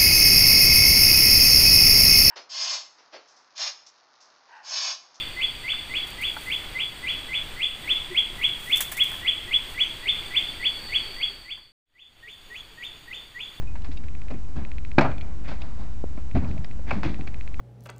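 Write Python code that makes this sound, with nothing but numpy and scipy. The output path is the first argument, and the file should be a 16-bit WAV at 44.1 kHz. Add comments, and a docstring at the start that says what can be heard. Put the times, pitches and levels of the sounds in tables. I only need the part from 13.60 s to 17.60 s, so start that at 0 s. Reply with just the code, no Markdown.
"""A derelict wooden house stands in open grassland, with a low rumble and a camera humming close by.
Bits of plaster and rubble drop in short clatters, and the camera's mechanism starts ticking in runs.
At about 1.4 seconds a long-handled tool hits the wall: wood and steel ring, and the empty room answers.
More rubble shifts and falls, and the camera takes one soft knock. From about 2.7 seconds
heavy pieces thud on the floorboards, and the clatter goes on to the end."""
import sys
import numpy as np
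from scipy import signal
from scipy.fft import rfft, irfft
from scipy.io import wavfile

SR = 44100
rng = np.random.default_rng(int(sys.argv[2]) if len(sys.argv) > 2 else 0)


def wav_record(signal):
    """Record a signal, one row per channel, as 16-bit PCM in the file named by sys.argv[1]."""
    frames = np.transpose(np.atleast_2d(signal))
    bounded = np.clip(frames, -1, 1)
    # unit amplitude maps onto the largest positive 16-bit level
    quanta = np.round(bounded * 32767).astype(np.int16)
    wavfile.write(sys.argv[1], SR, quanta)


N = 176400
T = np.arange(N) / SR
FADE_60_DB = np.log(1000)  # a "fade time" below is how long a sound takes to drop by 60 dB


def from_db(db):
    """Turn decibels into a number to multiply by."""
    return 10 ** (np.asarray(db) / 20)

def unit_level(x):
    """Scale a signal so its average strength (rms) is 1."""
    return x / np.sqrt(np.mean(x ** 2) + 1e-20)

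def at_hz(rows, hz, column=1):
    """Look up a value at any pitch, sliding smoothly between a table's rows."""
    rows = np.array(rows)
    return np.interp(np.log(hz), np.log(rows[:, 0]), rows[:, column])

def drift(rate_hz):
    """A slow random wobble."""
    hz = np.fft.rfftfreq(N, 1 / SR)
    return unit_level(irfft(rfft(rng.standard_normal(N)) / (1 + (hz / rate_hz) ** 2), N))

def ring(force, hz, fade_s):
    """Each push starts one pure tone that dies away."""
    decay = np.exp(-FADE_60_DB / (fade_s * SR))
    turn = 2 * np.pi * hz / SR
    return signal.lfilter([0, np.sin(turn)], [1, -2 * decay * np.cos(turn), decay ** 2], force + 1e-18)

def contacts(rows, level_is_peak=False):
    """A smooth push for each (time in seconds, level in dB, length in ms); longer sounds duller."""
    force = np.zeros(N)
    for time, db, ms in rows:
        width = max(ms, 0.08) / 1000
        near = slice(int((time - width) * SR), int((time + width) * SR) + 2)
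        pulse = np.cos(np.pi * np.clip((T[near] - time) / width, -0.5, 0.5)) ** 2
        force[near] += from_db(db) * pulse / (1 if level_is_peak else pulse.sum())
    return force

def body(force, tones, polarity=-1):
    """A struck object rings with several tones, alternating in sign unless heard where it is hit."""
    return sum(polarity ** k * from_db(db) * ring(force, hz, fade)
               for k, (hz, db, fade) in enumerate(tones))

def pieces(hits, pattern):
    """Each piece rings with the same pattern of tones, moved to its own pitch."""
    sound = np.zeros(N)
    for time, db, ms, hz in hits:
        tones = [(hz * ratio, level, fade) for ratio, level, fade in pattern]
        sound += body(contacts([(time, db, ms)]), tones)
    return sound

def cut_bass(x, below_hz):
    """An object of limited size gives off little deep bass."""
    return signal.sosfilt(signal.butter(2, below_hz, "high", fs=SR, output="sos"), x)


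# The outdoor background. Each row: pitch in Hz, relative level in dB.
AIR_SHAPE = [(20, -5.5), (45, -6), (80, 4.5), (125, -6), (250, -10), (450, -23), (900, -25), (1600, -32),
             (2500, -33.5), (3300, -38.5), (7500, -40.5)]

def air(level_db=-39):
    """Shaped noise makes a low outdoor rumble and a faint hiss."""
    hz = np.maximum(np.fft.rfftfreq(N, 1 / SR), 1)
    spectrum = rfft(rng.standard_normal(N)) * from_db(at_hz(AIR_SHAPE, hz))
    return from_db(level_db) * unit_level(irfft(spectrum, N))


# The camera's hum. Each row: pitch in Hz, average level in dB, amount of waver (0 is steady).
HUM_TONES = [(28.7, -49, 0.41), (48.54, -36.5, 0.27), (68.8, -39, 0.24)]

def camera_hum():
    """The running mechanism hums with three low tones that waver in loudness and pitch."""
    hum = np.zeros(N)
    for hz, db, waver in HUM_TONES:
        loudness = from_db(db) * np.sqrt(2) * (1 + waver * drift(11))
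        hum += loudness * np.sin(2 * np.pi * hz * T + waver * drift(6))
    return hum


# Fragment sizes, heavy to fine. Each row: lowest and highest pitch in Hz, fade time in vibrations,
# hits per second, level change in dB per octave, delay in seconds.
FRAGMENT_SIZES = [(114, 322, 6.1, 900, -3.5, 0.00064), (584, 1560, 19.5, 1500, -4.5, 0),
                  (1620, 2510, 14, 1700, 4.5, 0), (3320, 4970, 15, 2500, -6.5, 0)]
# Spills of rubble. Each row: start, rise time and fade time in seconds,
# then a level in dB for each size: blocks, lumps, chips, grit.
RUBBLE_SPILLS = [ (0.02, 0.0021, 0.06, -29, -50, -49, -57), (0.152, .005, 0.082, -57, -48.5, -44.5, -57),
                 (0.243, 0.0025, 0.14, -60, -46, -44.5, -52), (0.313, 0.0018, 0.11, -59, -58, -47, -51),
                 (0.435, .003, 0.045, -50, -62.5, -47, -59),
                 (0.699, 0.011, 0.081, -31.5, -37, -43.5, -53.5),
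                 (.738, 0.0025, 0.13, -25.5, -54, -50.5, -69), (0.952, 0.012, 0.44, -30, -41.5, -50, -59),
                 (1.387, 0.0023, 0.063, -31, -14, -24, -34), (1.408, .002, 0.13, -31, -16.5, -24.5, -38.5),
                 (1.441, .008, 0.26, -18, -23, -42, -69), (1.498, 0.0063, 0.1, -36.5, -48, -60, -62),
                 (1.53, 0.099, 1.3, -41.5, -50, -63, -77.5), (1.841, 0.0082, 0.6, -61, -50, -46.5, -60),
                 (1.872, 0.015, 0.3, -32, -39, -43, -47), (1.914, 0.00076, 0.083, -46, -33, -41, -54),
                 (1.989, 0.025, 0.76, -50.5, -46, -55.5, -59), (2.169, 0.042, 0.51, -41, -46.5, -58, -61.5),
                 (2.569, 0.0081, 0.078, -33, -42.5, -50, -64),
                 (2.746, 0.0064, 0.28, -20, -35.5, -40.5, -51.5), (2.81, 0.017, 0.65, -28, -42, -54.5, -68),
                 (2.872, 0.0067, 0.49, -28.5, -53, -80, -58), (3.043, 0.0025, 0.026, -58, -41, -40.5, -45),
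                 (3.26, 0.034, 0.16, -33, -43.5, -41, -53.5),
                 (3.305, 0.0061, 0.038, -50, -22.5, -32.5, -41),
                 (3.32, 0.0033, 0.38, -24.5, -35.5, -42, -49.5), (3.356, .018, 0.079, -27, -52, -63, -59.5),
                 (3.431, 0.0013, 0.21, -25, -33, -32.5, -41.5),
                 (3.447, 0.0029, 0.42, -23.5, -39.5, -41.5, -47.5),
                 (3.585, 0.0091, 0.44, -33, -50, -59, -62), (3.67, 0.0022, 0.056, -33.5, -43.5, -37, -48.5),
                 (3.69, 0.065, 0.87, -49, -55.5, -62, -74)]

def rubble(pitch_count=10):
    """Each spill is a shower of tiny hits that swells and dies, setting fragments ringing."""
    sound = np.zeros(N)
    for size, (low_hz, high_hz, cycles, rate, tilt_db, delay) in enumerate(FRAGMENT_SIZES):
        power = np.zeros(N)
        for start, rise, fade, *levels in RUBBLE_SPILLS:
            span = slice(int(start * SR), int((start + rise + fade + delay) * SR))
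            age = T[span] - start - delay
            swell = np.clip(age / rise, 0, 1)
            dying = np.exp(-FADE_60_DB * np.maximum(age - rise, 0) / fade)
            power[span] += (from_db(levels[size]) * swell * dying) ** 2
        strengths = from_db(np.minimum(rng.exponential(1, N), 4)) * rng.choice([-1, 1], N)
        lands = rng.random(N) < rate / SR
        hits = unit_level(strengths * lands) * np.sqrt(power)
        pitches = np.geomspace(low_hz, high_hz, pitch_count)
        gains = unit_level(from_db(tilt_db * np.log2(pitches / low_hz)))
        chosen_pitch = rng.integers(0, pitch_count, N)
        for k, (hz, gain) in enumerate(zip(pitches, gains)):
            fade = cycles / hz
            energy = fade * SR / (4 * FADE_60_DB)  # divided out so long rings are no louder
            sound += gain / np.sqrt(energy) * ring(hits * (chosen_pitch == k), hz, fade)
    return sound


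# The empty room's echo. Each row: pitch in Hz, fade time in seconds, level in dB.
ROOM_ECHO = [(150, 0.71, -14.5), (497, 0.2, -18), (1200, 0.32, -15.5), (2500, 0.48, -13.5),
             (6000, 0.13, -12.5)]

def room(sound, delay_s=0.025):
    """The room behind the wall sends back a blurred echo that lasts longest in the bass."""
    echo = np.zeros(SR)
    edges_hz = np.geomspace(80, 8000, 11)
    for low, high in zip(edges_hz, edges_hz[1:]):
        hz = np.sqrt(low * high)
        fade = at_hz(ROOM_ECHO, hz)
        gain = from_db(at_hz(ROOM_ECHO, hz, column=2)) * np.sqrt(2 * FADE_60_DB / (fade * SR))
        band = signal.butter(2, [low, high], "band", fs=SR, output="sos")
        noise = signal.sosfilt(band, rng.standard_normal(SR))
        echo += gain * noise * np.exp(-FADE_60_DB * T[:SR] / fade)
    answer = signal.fftconvolve(sound, echo)[:N]
    return np.interp(T - delay_s, T, answer, left=0)


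# Light touches. Each row: time in seconds, level in dB, pitch in Hz, fade time in seconds.
RINGING_TOUCHES = [(0.073, -44.5, 2500, 0.19), (0.374, -45, 3750, .03), (1.6095, -46, 2370, 0.17),
                   (2.189, -62, 3750, 0.51)]

def thin_rings():
    """A few touches leave a piece singing on one thin, high tone."""
    return sum(ring(contacts([(time, db, 0.1)]), hz, fade) for time, db, hz, fade in RINGING_TOUCHES)


# Lumps colliding. Each row: time in seconds, level in dB, contact length in ms, pitch in Hz.
LUMP_HITS = [(0.154, -27, 0.55, 935), (.716, -28.5, 0.74, 630), (1.892, -35, 0.23, 900),
             (1.9156, -34, .25, 803), (2.753, -13.5, 1, 675), (2.764, -10.5, 1, 686), (2.967, -25, 1, 650),
             (3.192, -25.5, 1, 530), (3.3073, -16, 0.081, 900), (3.312, -15, 0.13, 808),
             (3.4322, -23, .1, 890), (3.59, -23, 1, 767), (3.995, -13.5, 0.51, 1180)]
# A lump's tones. 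Each row: multiple of its pitch, level in dB, fade time in seconds.
LUMP_TONES = [(0.722, -15, 0.017), (0.999, -9.5, 0.055), (1.25, -13.5, 0.025), (1.65, -13.5, 0.024),
              (1.95, -15, 0.033), (2.849, -8, 0.048), (3.299, -16, 0.016)]

def lump_clacks():
    """Solid pieces clack together and ring briefly."""
    return cut_bass(pieces(LUMP_HITS, LUMP_TONES), below_hz=148)


# Chips landing. Each row: time in seconds, level in dB, pitch in Hz.
CHIP_HITS = [(0.22, -42, 2870), (.372, -36, 2680), (.376, -37, 2660), (1.5156, -36, 2380),
             (1.5814, -35, 2470), (1.6106, -31.5, 2290), (1.616, -34.5, 2400), (2.0177, -32, 2550),
             (2.021, -34, 2770)]
# A chip's tones. Each row: multiple of its pitch, level in dB, fade time in seconds.
CHIP_TONES = [(.9, -2.5, .009), (1.02, -4.5, 0.026), (1.2, -4.5, 0.0062), (1.42, -5.5, 0.017),
              (1.8, -8.5, 0.012)]

def chip_chinks(contact_ms=0.1):
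    """Small hard chips touch very briefly, so they sound bright."""
    return pieces([(time, db, contact_ms, hz) for time, db, hz in CHIP_HITS], CHIP_TONES)


# Hits on planks. Each row: time in seconds, level in dB, contact length in ms, pitch in Hz.
PLANK_HITS = [(.289, -29, 1.7, 280), (.7205, -25.5, 0.75, 263), (.749, -34, 1, 230), (2.769, -22, 1.5, 290),
              (2.822, -20.5, 1.9, 245), (3.335, -33, 1, 275), (3.357, -17, 1.5, 202),
              (3.377, -20.5, 1.5, 188), (3.452, -16.5, .8, 297.3), (3.459, -26, .8, 340),
              (3.497, -29.5, 1.2, 304)]
# A plank's tones. Each row: multiple of its pitch, level in dB, fade time in seconds.
PLANK_TONES = [(0.999, -2.5, 0.11), (2.301, -14.5, 0.04)]

def plank_knocks():
    """Loose planks give a hollow, two-tone knock when struck."""
    return cut_bass(pieces(PLANK_HITS, PLANK_TONES), below_hz=148)


# Runs of ticks. Each row: start and end in seconds, level in dB.
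CAMERA_RUNS = [(0.4845, .684, -31.5), (1.05, 1.316, -26.5), (2.713, 3.112, -32), (3.5440, 3.944, -27)]
# The mechanism's tones. Each row: pitch in Hz, level in dB, fade time in seconds.
TICK_TONES = [(2020, 0.5, 0.0038), (2550, -3, 0.0092), (3140, -14.5, 0.0082), (4040, -11.5, 0.0049)]

def camera_ticks(gap_s=0.0665, contact_ms=0.1):
    """The camera's mechanism makes sharp, evenly spaced taps."""
    ticks = [(start + k * gap_s, db, contact_ms)
             for start, end, db in CAMERA_RUNS
             for k in range(round((end - start) / gap_s) + 1)]
    return body(contacts(ticks), TICK_TONES)


# Heavy pieces landing. Each row: time in seconds, level in dB, contact length in ms.
HEAVY_LANDINGS = [(.971, -6, 4.3), (.9865, -26, 7.2), (2.7475, 0.5, 4.8), (2.7575, -6.5, 6.8),
                  (2.771, 1, 2.4), (2.846, -7, 7.2), (2.887, -4.5, 5.6), (2.992, -5.5, 5.3),
                  (3.378, -12, 1.8), (3.452, -31, 1.93)]
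# The floorboards' tones. Each row: pitch in Hz, level in dB, fade time in seconds.
FLOOR_TONES = [(71.8, -15, 0.26), (116, -20, 0.16), (146, -15, 0.048), (174.7, -28.5, 0.19),
               (254, -31, 0.21), (267, -20.5, 0.11)]

def floor_thuds():
    """Heavy pieces land with a slower push that wakes the boards' low tones."""
    return cut_bass(body(contacts(HEAVY_LANDINGS), FLOOR_TONES, polarity=0.96), below_hz=35)


# The tool hitting the wall, the panel giving way, and the steel head biting in.
# Each row: time in seconds, level in dB (the peak, for the panel), contact length in ms.
WALL_HITS = [(1.3829, 1.5, 0.59), (1.3866, -9.5, .25), (1.3968, -19, 0.69), (1.4105, -15.5, .25)]
PANEL_PUSH = [(1.3836, 0, 0.61)]
HEAD_BITES = [(1.3812, -16, 0.17), (1.3853, 3, 0.12), (1.3868, -26, 0.19), (1.4107, -15, 0.084)]
# The tones of the wall and the steel head. Each row: pitch in Hz, level in dB, fade time in seconds.
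WALL_TONES = [(149.5, -15.5, 0.19), (216.4, -16.5, 0.16), (277.4, -15, 0.17), (348, -7.5, 0.073),
              (500, -23.5, 0.19), (585, -18, 0.1), (640, -12, 0.061), (754, -11, 0.057), (845, -6, 0.038),
              (913, -28, .14), (1015, -27, 0.12), (1138, -26.5, 0.12), (1388, -18.5, 0.15),
              (1613, -9, 0.061)]
HEAD_TONES = [(2120, -41, 0.011), (2380, -8.5, 0.017), (2580, -28, 0.11), (3150, -40, .025),
              (3840, -25.5, 0.028), (4330, -18.5, 0.0089), (5250, -28, .012)]

def tool_blow():
    """The tool's head pushes the panel in, sets the wall ringing and clanks as it bites."""
    wall = body(contacts(WALL_HITS), WALL_TONES, polarity=0.97)
    push = contacts(PANEL_PUSH, level_is_peak=True)
    clank = body(contacts(HEAD_BITES), HEAD_TONES)
    return cut_bass(wall + push, below_hz=95) + clank


def camera_knock(time_s=2.4407, level_db=-7.5, contact_ms=0.94):
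    """A soft knock on the camera's body rings one very short tone."""
    return ring(contacts([(time_s, level_db, contact_ms)]), hz=425, fade_s=0.005)


def scene():
    """The blow and, more weakly, the debris echo in the room; the camera and the air do not."""
    debris = rubble() + thin_rings() + lump_clacks() + chip_chinks() + plank_knocks() + floor_thuds()
    blow = tool_blow()
    echo = room(blow + from_db(-6.5) * debris)
    camera = camera_hum() + camera_ticks() + camera_knock()
    return (debris + blow + echo + camera + air())[None]

def record(dry, cutoff_hz=8800, offset=-0.1136):
    """Round off the loudest peaks, cut the highest treble and shift the wave off centre."""
    rounded = 1.006 * np.tanh(dry / 1.225)
    treble_cut = signal.cheby2(14, 60, cutoff_hz, fs=SR, output="sos")
    return offset + signal.sosfilt(treble_cut, rounded)


dry = scene()
out = record(dry)
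wav_record(out)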